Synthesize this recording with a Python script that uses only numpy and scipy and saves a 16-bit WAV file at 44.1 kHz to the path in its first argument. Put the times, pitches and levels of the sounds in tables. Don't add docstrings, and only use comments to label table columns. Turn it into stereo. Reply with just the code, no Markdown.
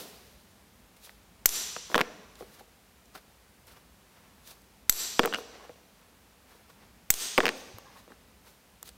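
import sys
import numpy as np
from scipy import signal
from scipy.fft import rfft, irfft
from scipy.io import wavfile

SR = 44100
rng = np.random.default_rng(int(sys.argv[2]) if len(sys.argv) > 2 else 0)


def convert_level_to_amplitude(level_db):
    exponent = np.asarray(level_db, float) / 20
    return 10 ** exponent


def persist_wave(psi):
    counts = np.round(np.clip(psi, -1, 1) * 32767).astype(np.int16)
    wavfile.write(sys.argv[1], SR, np.atleast_2d(counts).T)


N = 395577

# start_s, peak_db, tail_db, steel_ring_db
BLOWS = [
    (1.4572, 6.5, 1, -19.5),
    (4.8949, 5, 0.5, -5),
    (7.1029, 6.5, 1, -4.5),
]
# start_s, level_db
CEILING_ECHOES = [(1.4905, -16.5), (4.9254, -19.5), (7.1395, -16)]
# pitch_hz, width_hz, lift_db
STEEL_BANDS = [
    [(3820, 700, -2.5), (5900, 280, 4.5), (7250, 180, 7.5), (10000, 300, -3), (13090, 470, 9)],
    [(3960, 300, 1), (4600, 250, -3), (5900, 240, 2.5), (7528.4, 270, 7.5), (12200, 250, -13),
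     (13100, 320, 13.5)],
    [(3440, 590, -1), (4870, 250, -7), (6430, 390, 2), (8400, 250, 3), (12118, 390, 0), (15000, 300, 13)],
]
# pitch_hz, level_db (per Hz)
FLASH = [(240, -46.5), (400, -24.5), (1450, -17.5), (4930, -3.5), (6030, -1.5), (7730, 3.5), (9320, -9),
         (14800, 4), (16300, -8.5)]
# pitch_hz, level_db (per Hz)
CRACK = [(88, -38), (150, -15.5), (265, -17.5), (400, -6.5), (547, -13.5), (794, -10), (1580, -11),
         (5990, -6), (10400, -4.5), (13100, -9), (16300, -27)]
# pitch_hz, level_db, t60_s
PUNCH_MODES = [(7820, -17, 0.06), (8300, -23, 0.04), (8350, -21, 0.029), (12720, -17.5, 0.035),
               (14840, -14, .005), (6060, -11, 0.014)]
# pitch_hz, level_db, t60_s
BOARD_MODES = [(260.3, -5, 0.027), (351.6, -5, 0.036), (385, -4.5, 0.042), (484.4, -2, 0.05),
               (500, -19.5, .15), (566, -4.5, 0.016), (643, -7, 0.046), (711, -5, 0.038), (825, -5, 0.034),
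               (1100, -9, 0.039)]
# start_s, click_db, click_hz, board_thud_db
FIRST_DROP = [(1.7642, -16, 1110, -30), (1.9, -31.5, 980, -28), (1.9158, -27, 1800, -29),
              (1.927, -24.5, 1019, -37), (1.9442, -1.5, 1733, -20), (1.9536, -3.5, 1080, -20),
              (1.9584, -9, 3000, -10), (1.9787, -3.5, 1380, -30), (1.989, -11.5, 1430, -16),
              (1.9927, -12, 1660, -27), (1.9985, -14, 1960, -25), (2.007, -5.5, 1107, -42),
              (2.0124, -2, 2360, -16)]
SECOND_DROP = [(5.1929, 4.5, 2740, -1), (5.194, 1.5, 1350, -21), (5.1978, -17, 950, -16),
               (5.2329, -11.5, 2140, -15), (5.2381, -12, 1910, -17.5), (5.2503, -13, 1450, -21),
               (5.2571, -13, 1370, -14.5), (5.2748, -16.5, 980, -17), (5.326, -19.5, 1440, -29),
               (5.337, -11, 1510, -45), (5.3445, -10, 2680, -33), (5.3558, -20, 2800, -34),
               (5.3852, -24, 1100, -33)]
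THIRD_DROP = [(7.3784, 2, 2460, -9), (7.3827, -2.5, 1120, -10), (7.3861, -8, 1030, -8),
              (7.4037, -6, 1850, -14.5), (7.431, -18, 1960, -23), (7.4356, -16, 1030, -17.5),
              (7.4425, -19, 1891, -12), (7.4549, 0.5, 2550, -16.5), (7.4658, -4, 2340, -17),
              (7.4802, -8, 2320, -22.5), (7.4902, -4.5, 2340, -18), (7.5175, -32, 900, -29.5)]
# start_s, click_db, click_hz, board_thud_db
TAPS = [(1.0936, -31.5, 2080, -51), (2.3548, -32.5, 4090, -53), (2.4078, -31, 990, -29.5),
        (2.4234, -33, 1270, -34), (2.6075, -42, 900, -35), (3.1512, -32.5, 1260, -39.5),
        (3.1577, -31, 1280, -40), (4.4747, -36, 3600, -60), (1.073, -38, 1194, -50),
        (5.6458, -44, 1210, -40), (5.6937, -30, 950, -30), (6.549, -43, 1120, -43.5),
        (7.7845, -30.5, 1095, -53), (8.0777, -41, 1074, -37), (8.1036, -36, 1060, -36),
        (8.1193, -35, 1480, -43), (8.828, -32, 1230, -51.5), (8.8903, -26.5, 4800, -50)]
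# start_s, level_db
TICKS = [(1.1075, -40), (1.959, -14), (1.9793, -15), (1.9985, -27), (2.008, -21), (2.0124, -30),
         (2.599, -44), (3.6698, -35), (4.4747, -30), (5.2503, -20), (5.2571, -7), (7.3788, -12),
         (7.3831, -12), (7.7837, -22), (4.618, -37.5), (8.4606, -43.5), (8.828, -14.5), (8.8904, -26)]
# start_s, level_db
RATTLE = [(5.326, -20), (5.3375, -13), (5.346, -12), (5.355, -24), (5.3605, -21.5)]
# pitch_hz, level_db, t60_s
LOOSE_TOOL_MODES = [(1480, -4.5, 0.013), (2860, -2.5, 0.015)]
# start_s, level_db
BUMP = [(7.742, -36.5)]
# loudest_s, length_s, hiss_db, dull_scuff_db
STROKES = [(0.0, 0.074, -40.5, -55), (0.1, 0.56, -54.5, -66), (0.968, 0.024, -56, -60),
           (1.047, 0.11, -48, -60), (1.92, 0.18, -52, -51), (2.402, 0.23, -58, -58.5),
           (2.545, .12, -60, -63.5), (2.596, 0.025, -53.5, -57), (3.155, 0.041, -49, -47),
           (3.178, 0.018, -57, -56), (3.681, 0.063, -54, -55), (3.719, .05, -57, -57.5),
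           (3.769, 0.046, -62, -56.5), (4.176, 0.52, -69.5, -62.5), (4.48, 0.12, -50.5, -58.5),
           (4.511, 0.026, -52, -58.5), (5.38, 0.081, -52, -55.5), (5.552, 0.24, -72, -54.5),
           (5.643, 0.056, -66, -59), (5.994, .15, -75, -61), (6.515, 0.24, -64, -58.5),
           (6.702, 0.052, -61.5, -62.5), (6.826, .15, -75, -56), (7.575, 0.26, -54.5, -67),
           (7.929, 0.19, -71.5, -58.5), (7.977, 0.09, -57, -70), (8.118, .08, -68, -61),
           (8.475, 0.13, -57.5, -59.5), (8.858, .05, -53, -65), (8.878, 0.034, -51.5, -51.5)]
# pitch_hz, level_db (per Hz)
HISS = [(1470, -26), (2500, -8.5), (3880, -1.5), (7850, -7.5), (12500, -5.5), (15500, -9), (16300, -9)]
# pitch_hz, level_db (per Hz)
SCUFF = [(120, -31), (200, -25), (396, -5), (1140, -6.5), (1350, -6.5), (2030, -9.5), (6000, -20),
         (7800, -48), (13200, -120)]
# start_s, length_s, level_db
DRAGS = [(5.592, .05, -54), (7.854, 0.044, -52.5), (7.941, .065, -56)]
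# pitch_hz, level_db, t60_s
DRAG_MODES = [(1060, 4, 0.023), (1620, -5.5, .015)]
# pitch_hz, t60_s
SHOP_T60 = [(100, 1.34), (500, 1.03), (2000, 1.34), (6000, 1.33), (10000, 0.43), (16000, 0.69)]
# pitch_hz, left_minus_right_db
TAIL_BALANCE = [(60, 13), (180, 10), (550, 9.5), (1650, 12), (4970, 17), (15000, 10)]
# pitch_hz, level_db (per Hz)
EARLIER = [(88, -31), (150, 0), (349, -2.5), (392, 6.5), (1550, -10), (4550, -10.5), (15100, -17.5),
           (16300, -17)]
# pitch_hz, level_db (per Hz)
AIR = [(15, -55), (25, -43), (49, 2.5), (124, -9.5), (207, -3.5), (328, -14.5), (397, -13.5), (442, -14),
       (971, -16.5), (1240, -19), (1540, -20), (15000, -33.5), (16300, -39)]
# pitch_hz, left_minus_right_db
AIR_BALANCE = [(60, 18.5), (150, 15.5), (380, 3), (950, 2), (2380, -1.5), (5980, -2.0), (15000, -6)]

AIR_DB = -59.5
LEFT_LAG_S = 0.0006
CONTACT_HOLD_S = 0.0018
TICK_UNDER_CLICK_DB = -17
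FAR_SIDE_DB, FAR_TICK_DB = -16, -28
SOFTER_IS_DULLER = 0.38
BUMP_HZ, BUMP_T60_S = 104, 0.1487
RISE_SHARE, STROKE_FALL_DB = 0.33, 16


def at_hz(points, hz):
    points = np.array(points)
    return np.interp(np.log(hz + 1e-9), np.log(points[:, 0]), points[:, 1])


def rms_one(x):
    return x / np.sqrt(np.mean(x ** 2) + 1e-20)


def colour(x, spectrum, balance=((1, 0), (2, 0))):
    hz = np.fft.rfftfreq(x.shape[-1], 1 / SR)
    gain_db = at_hz(spectrum, hz) + at_hz(balance, hz) * [[0], [-1]]
    return irfft(rfft(x) * convert_level_to_amplitude(gain_db), x.shape[-1])


def humps(x, peaks):
    hz = np.fft.rfftfreq(x.shape[-1], 1 / SR)
    lift = sum(convert_level_to_amplitude(db) / (1 + ((hz - peak_hz) / width_hz) ** 2) for peak_hz, width_hz, db in peaks)
    return irfft(rfft(x) * (1 + lift), x.shape[-1])


def ring(x, hz, t60):
    r, w = convert_level_to_amplitude(-60 / (t60 * SR)), 2 * np.pi * hz / SR
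    return signal.lfilter([0, np.sin(w)], [1, -2 * r * np.cos(w), r * r], x + 1e-18)


def drift(rate):
    knots = rng.standard_normal(int(N / SR * 60) + 3)
    return np.interp(np.arange(N) / SR * min(rate, 59), np.arange(len(knots)), knots)


def smooth(x, tau_s):
    r = np.exp(-1 / (tau_s * SR))
    return signal.lfilter([1 - r], [1, -r], x)


def held(db, db_per_s):
    fall = db_per_s * np.arange(N) / SR
    return np.maximum.accumulate(db + fall, axis=1) - fall


def add(out, s, sound):
    for side, lag in enumerate((LEFT_LAG_S, 0)):
        i = round((s + lag) * SR)
        out[side, i:i + sound.shape[1]] += sound[side, :N - i]


def blows(tail):
    out, t = np.zeros((2, N)), np.arange(SR // 5) / SR
    click = 1. * (t == 0)
    drive = ring(click, 2190, 0.0092)
    for (s, db, tail_db, ring_db), (echo_s, echo_db), peaks in zip(BLOWS, CEILING_ECHOES, STEEL_BANDS):
        noise = rng.standard_normal((3, 2, len(t)))
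        crack = rms_one(humps(colour(noise[0], FLASH), peaks))
        wall = rms_one(humps(colour(noise[1], FLASH), peaks))
        ceiling = rms_one(humps(colour(noise[2], CRACK), peaks))

        crack = crack * convert_level_to_amplitude(-60 * np.maximum(t - CONTACT_HOLD_S, 0) / 0.0094)
        struck = click + 0.11 * crack
        rings = sum(convert_level_to_amplitude(m_db + ring_db) * ring(struck, m_hz, t60) for m_hz, m_db, t60 in PUNCH_MODES)
        near = crack * convert_level_to_amplitude([[7.5], [-28]]) + rings * convert_level_to_amplitude([[11], [-10.5]]) + drive * convert_level_to_amplitude([[0.], [-17]])
        add(out, s, convert_level_to_amplitude(db) * near)

        wall_shape = (t / 0.0017) * np.exp(-t / 0.0026)
        add(out, s + 0.0032, convert_level_to_amplitude(db) * wall * wall_shape * convert_level_to_amplitude([[-14.], [-20.5]]))

        rise = t / 0.0006
        slap = convert_level_to_amplitude(2.5) * ceiling * rise * np.exp(-rise) + convert_level_to_amplitude(-1.5) * ring(click, 6000, 0.01)
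        add(out, echo_s, slap * convert_level_to_amplitude(echo_db + np.array([[14], [3.]])))
        add(out, s, convert_level_to_amplitude(tail_db - 15.5) * humps(colour(tail, CRACK), peaks))
    return out


def knocks():
    (sharp, deep), t = np.zeros((2, 2, N)), np.arange(SR // 8) / SR
    rows = FIRST_DROP + SECOND_DROP + THIRD_DROP + TAPS
    chance = rng.standard_normal((len(rows), 2, len(BOARD_MODES)))
    grit = rng.standard_normal((len(rows) + len(TICKS), 2, len(t)))
    treble = signal.butter(2, 3400, "high", fs=SR, output="sos")
    ticks = signal.sosfilt(treble, grit) * convert_level_to_amplitude(-60 * t / 0.0067)
    push = (t < 0.0007) * np.sin(np.pi * t / 0.0007) / (0.00065 * SR)
    modes = np.array([convert_level_to_amplitude(m_db) * ring(push, m_hz, t60) * (-1) ** k
                      for k, (m_hz, m_db, t60) in enumerate(BOARD_MODES)])

    for (s, db, hz, thud_db), luck, noise, tick in zip(rows, chance, grit, ticks):
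        contact = (t == 0) + 0.081 * noise * convert_level_to_amplitude(-60 * t / 0.02)
        give_hz = min(10.0 * hz * convert_level_to_amplitude(SOFTER_IS_DULLER * db), 0.4 * SR)
        contact = signal.sosfilt(signal.butter(1, give_hz, fs=SR, output="sos"), contact)
        click = ring(contact, hz, 6.25 / hz)
        click = click + convert_level_to_amplitude(-3.0) * ring(contact, 1.76 * hz, 0.0015)
        click = click - convert_level_to_amplitude(-5.5 + SOFTER_IS_DULLER * db) * ring(contact, 4120, 0.0011)
        click = click + convert_level_to_amplitude(TICK_UNDER_CLICK_DB - 4.5) * tick
        add(sharp, s, convert_level_to_amplitude(db + 2.5) * click * convert_level_to_amplitude([[0], [FAR_SIDE_DB]]))
        add(deep, s, convert_level_to_amplitude(thud_db) * convert_level_to_amplitude(4.1 * luck) @ modes * convert_level_to_amplitude([[0], [-6]]))

    for (s, db), tick in zip(TICKS, ticks[len(rows):]):
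        add(sharp, s, convert_level_to_amplitude(db - 6) * tick * convert_level_to_amplitude([[0], [FAR_TICK_DB]]))
    tool = sum(convert_level_to_amplitude(m_db) * ring(t == 0, m_hz, t60) for m_hz, m_db, t60 in LOOSE_TOOL_MODES)
    for s, db in RATTLE:
        add(sharp, s, convert_level_to_amplitude(db) * tool * convert_level_to_amplitude([[0], [-13]]))

    thin = signal.butter(3, 170, "high", fs=SR, output="sos")
    sharp, deep = signal.sosfilt(thin, sharp), signal.sosfilt(thin, deep)
    for s, db in BUMP:
        add(deep, s, convert_level_to_amplitude(db) * ring(push, BUMP_HZ, BUMP_T60_S) * convert_level_to_amplitude([[0], [-8]]))
    return sharp, deep


def rubs():
    t, hiss_gain, scuff_gain = np.arange(N) / SR, np.zeros(N), np.zeros(N)
    for s, length, hiss_db, scuff_db in STROKES:
        start, end = s - 3 * RISE_SHARE * length, s + 3 * (1 - RISE_SHARE) * length
        away = np.interp(t, [start, s, end], [3, 0, 3])
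        shape = convert_level_to_amplitude(-STROKE_FALL_DB * away) * (away < 3)
        hiss_gain += convert_level_to_amplitude(hiss_db) * shape
        scuff_gain += convert_level_to_amplitude(scuff_db) * shape
    grit = rng.standard_normal((2, 2, N)) * convert_level_to_amplitude(0.97 * rng.exponential(1, (2, 1, N)))
    hiss = rms_one(colour(grit[0], HISS)) * hiss_gain * convert_level_to_amplitude(1.3 * drift(33))
    scuff = rms_one(colour(grit[1], SCUFF)) * scuff_gain * convert_level_to_amplitude(2.4 * drift(40))
    return hiss * convert_level_to_amplitude([[5], [-7]]) + scuff * convert_level_to_amplitude([[5], [-4]])


def drags():
    t = np.arange(N) / SR
    slips = rng.standard_normal(N) * (rng.random(N) < 400 / SR)
    rings = rms_one(sum(convert_level_to_amplitude(db) * ring(slips, hz, t60) for hz, db, t60 in DRAG_MODES))
    gain = np.zeros(N)
    for s, length, db in DRAGS:
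        corners_s = [s, s + 0.0065, s + length, s + length + 0.022]
        gain += np.interp(t, corners_s, [0, convert_level_to_amplitude(db), 0.52 * convert_level_to_amplitude(db), 0])
    return rings * gain * convert_level_to_amplitude([[4], [-6]])


def shop_tail():
    t, out = np.arange(int(1.6 * SR)) / SR, 0
    edges = 70 * 2 ** np.arange(0, 8.1, 0.5)
    white = rng.standard_normal((2, 2, len(t)))
    for k, (low, high) in enumerate(zip(edges, edges[1:])):
        band = signal.sosfilt(signal.butter(2, [low, high], "band", fs=SR, output="sos"), white[k % 2])
        out = out + band * convert_level_to_amplitude(-60 * t / at_hz(SHOP_T60, np.sqrt(low * high)))
    onset = 1 - np.exp(-t / 0.0011)
    return colour(out * onset, [(50, 0.011), (16000, 0.005)], TAIL_BALANCE)


def earlier_knocking(tail):
    earlier = colour(tail[:, SR // 10:], EARLIER)
    return convert_level_to_amplitude(-44) * earlier / np.std(earlier[0, :SR // 10])


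def air():
    tone = colour(rng.standard_normal((2, N)), AIR, AIR_BALANCE)
    tone = convert_level_to_amplitude(AIR_DB) * tone / np.std(tone.mean(axis=0))
    bass = signal.sosfiltfilt(signal.butter(2, 300, fs=SR, output="sos"), tone)
    lumps = convert_level_to_amplitude(2.0 * drift(3.7) + 0.24 * drift(11))
    return tone + bass * (lumps - 1)


def scene():
    tail, (sharp, deep) = shop_tail(), knocks()
    hands = rubs() + drags()
    sent = convert_level_to_amplitude(-57.5) * sharp[0] + convert_level_to_amplitude(-48.5) * deep[0] + convert_level_to_amplitude(-49.5) * hands[0]
    answer = signal.fftconvolve(sent[None], tail, axes=1)[:, :N]
    out = blows(tail) + sharp + deep + hands + answer + air()
    add(out, 0, earlier_knocking(tail))
    return out


def low_pass(x):
    return signal.sosfilt(signal.butter(12, 16430, fs=SR, output="sos"), x)


def record(dry):
    over_db = np.maximum(20 * np.log10(np.abs(dry) + 1e-9) - 1.5, 0)
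    duck_db = 1.15 * smooth(np.maximum(held(over_db, db_per_s=177.5), 0), 0.002)
    x = dry * convert_level_to_amplitude(-duck_db)

    excess = np.clip(np.abs(dry) - 0.8, 0, 0.4)
    overload = np.clip(smooth(excess, 0.002) * 30, 1e-4, 1)
    x = x - 0.047 * smooth(convert_level_to_amplitude(held(20 * np.log10(overload), db_per_s=216.0)), 0.0049)

    top = signal.cheby2(10, 30, 16350, fs=SR, output="sos")
    x = signal.sosfilt(top, np.clip(x, -1, 1))
    return low_pass(np.clip(x, -1, 1))


dry = scene()
out = record(dry)
persist_wave(out)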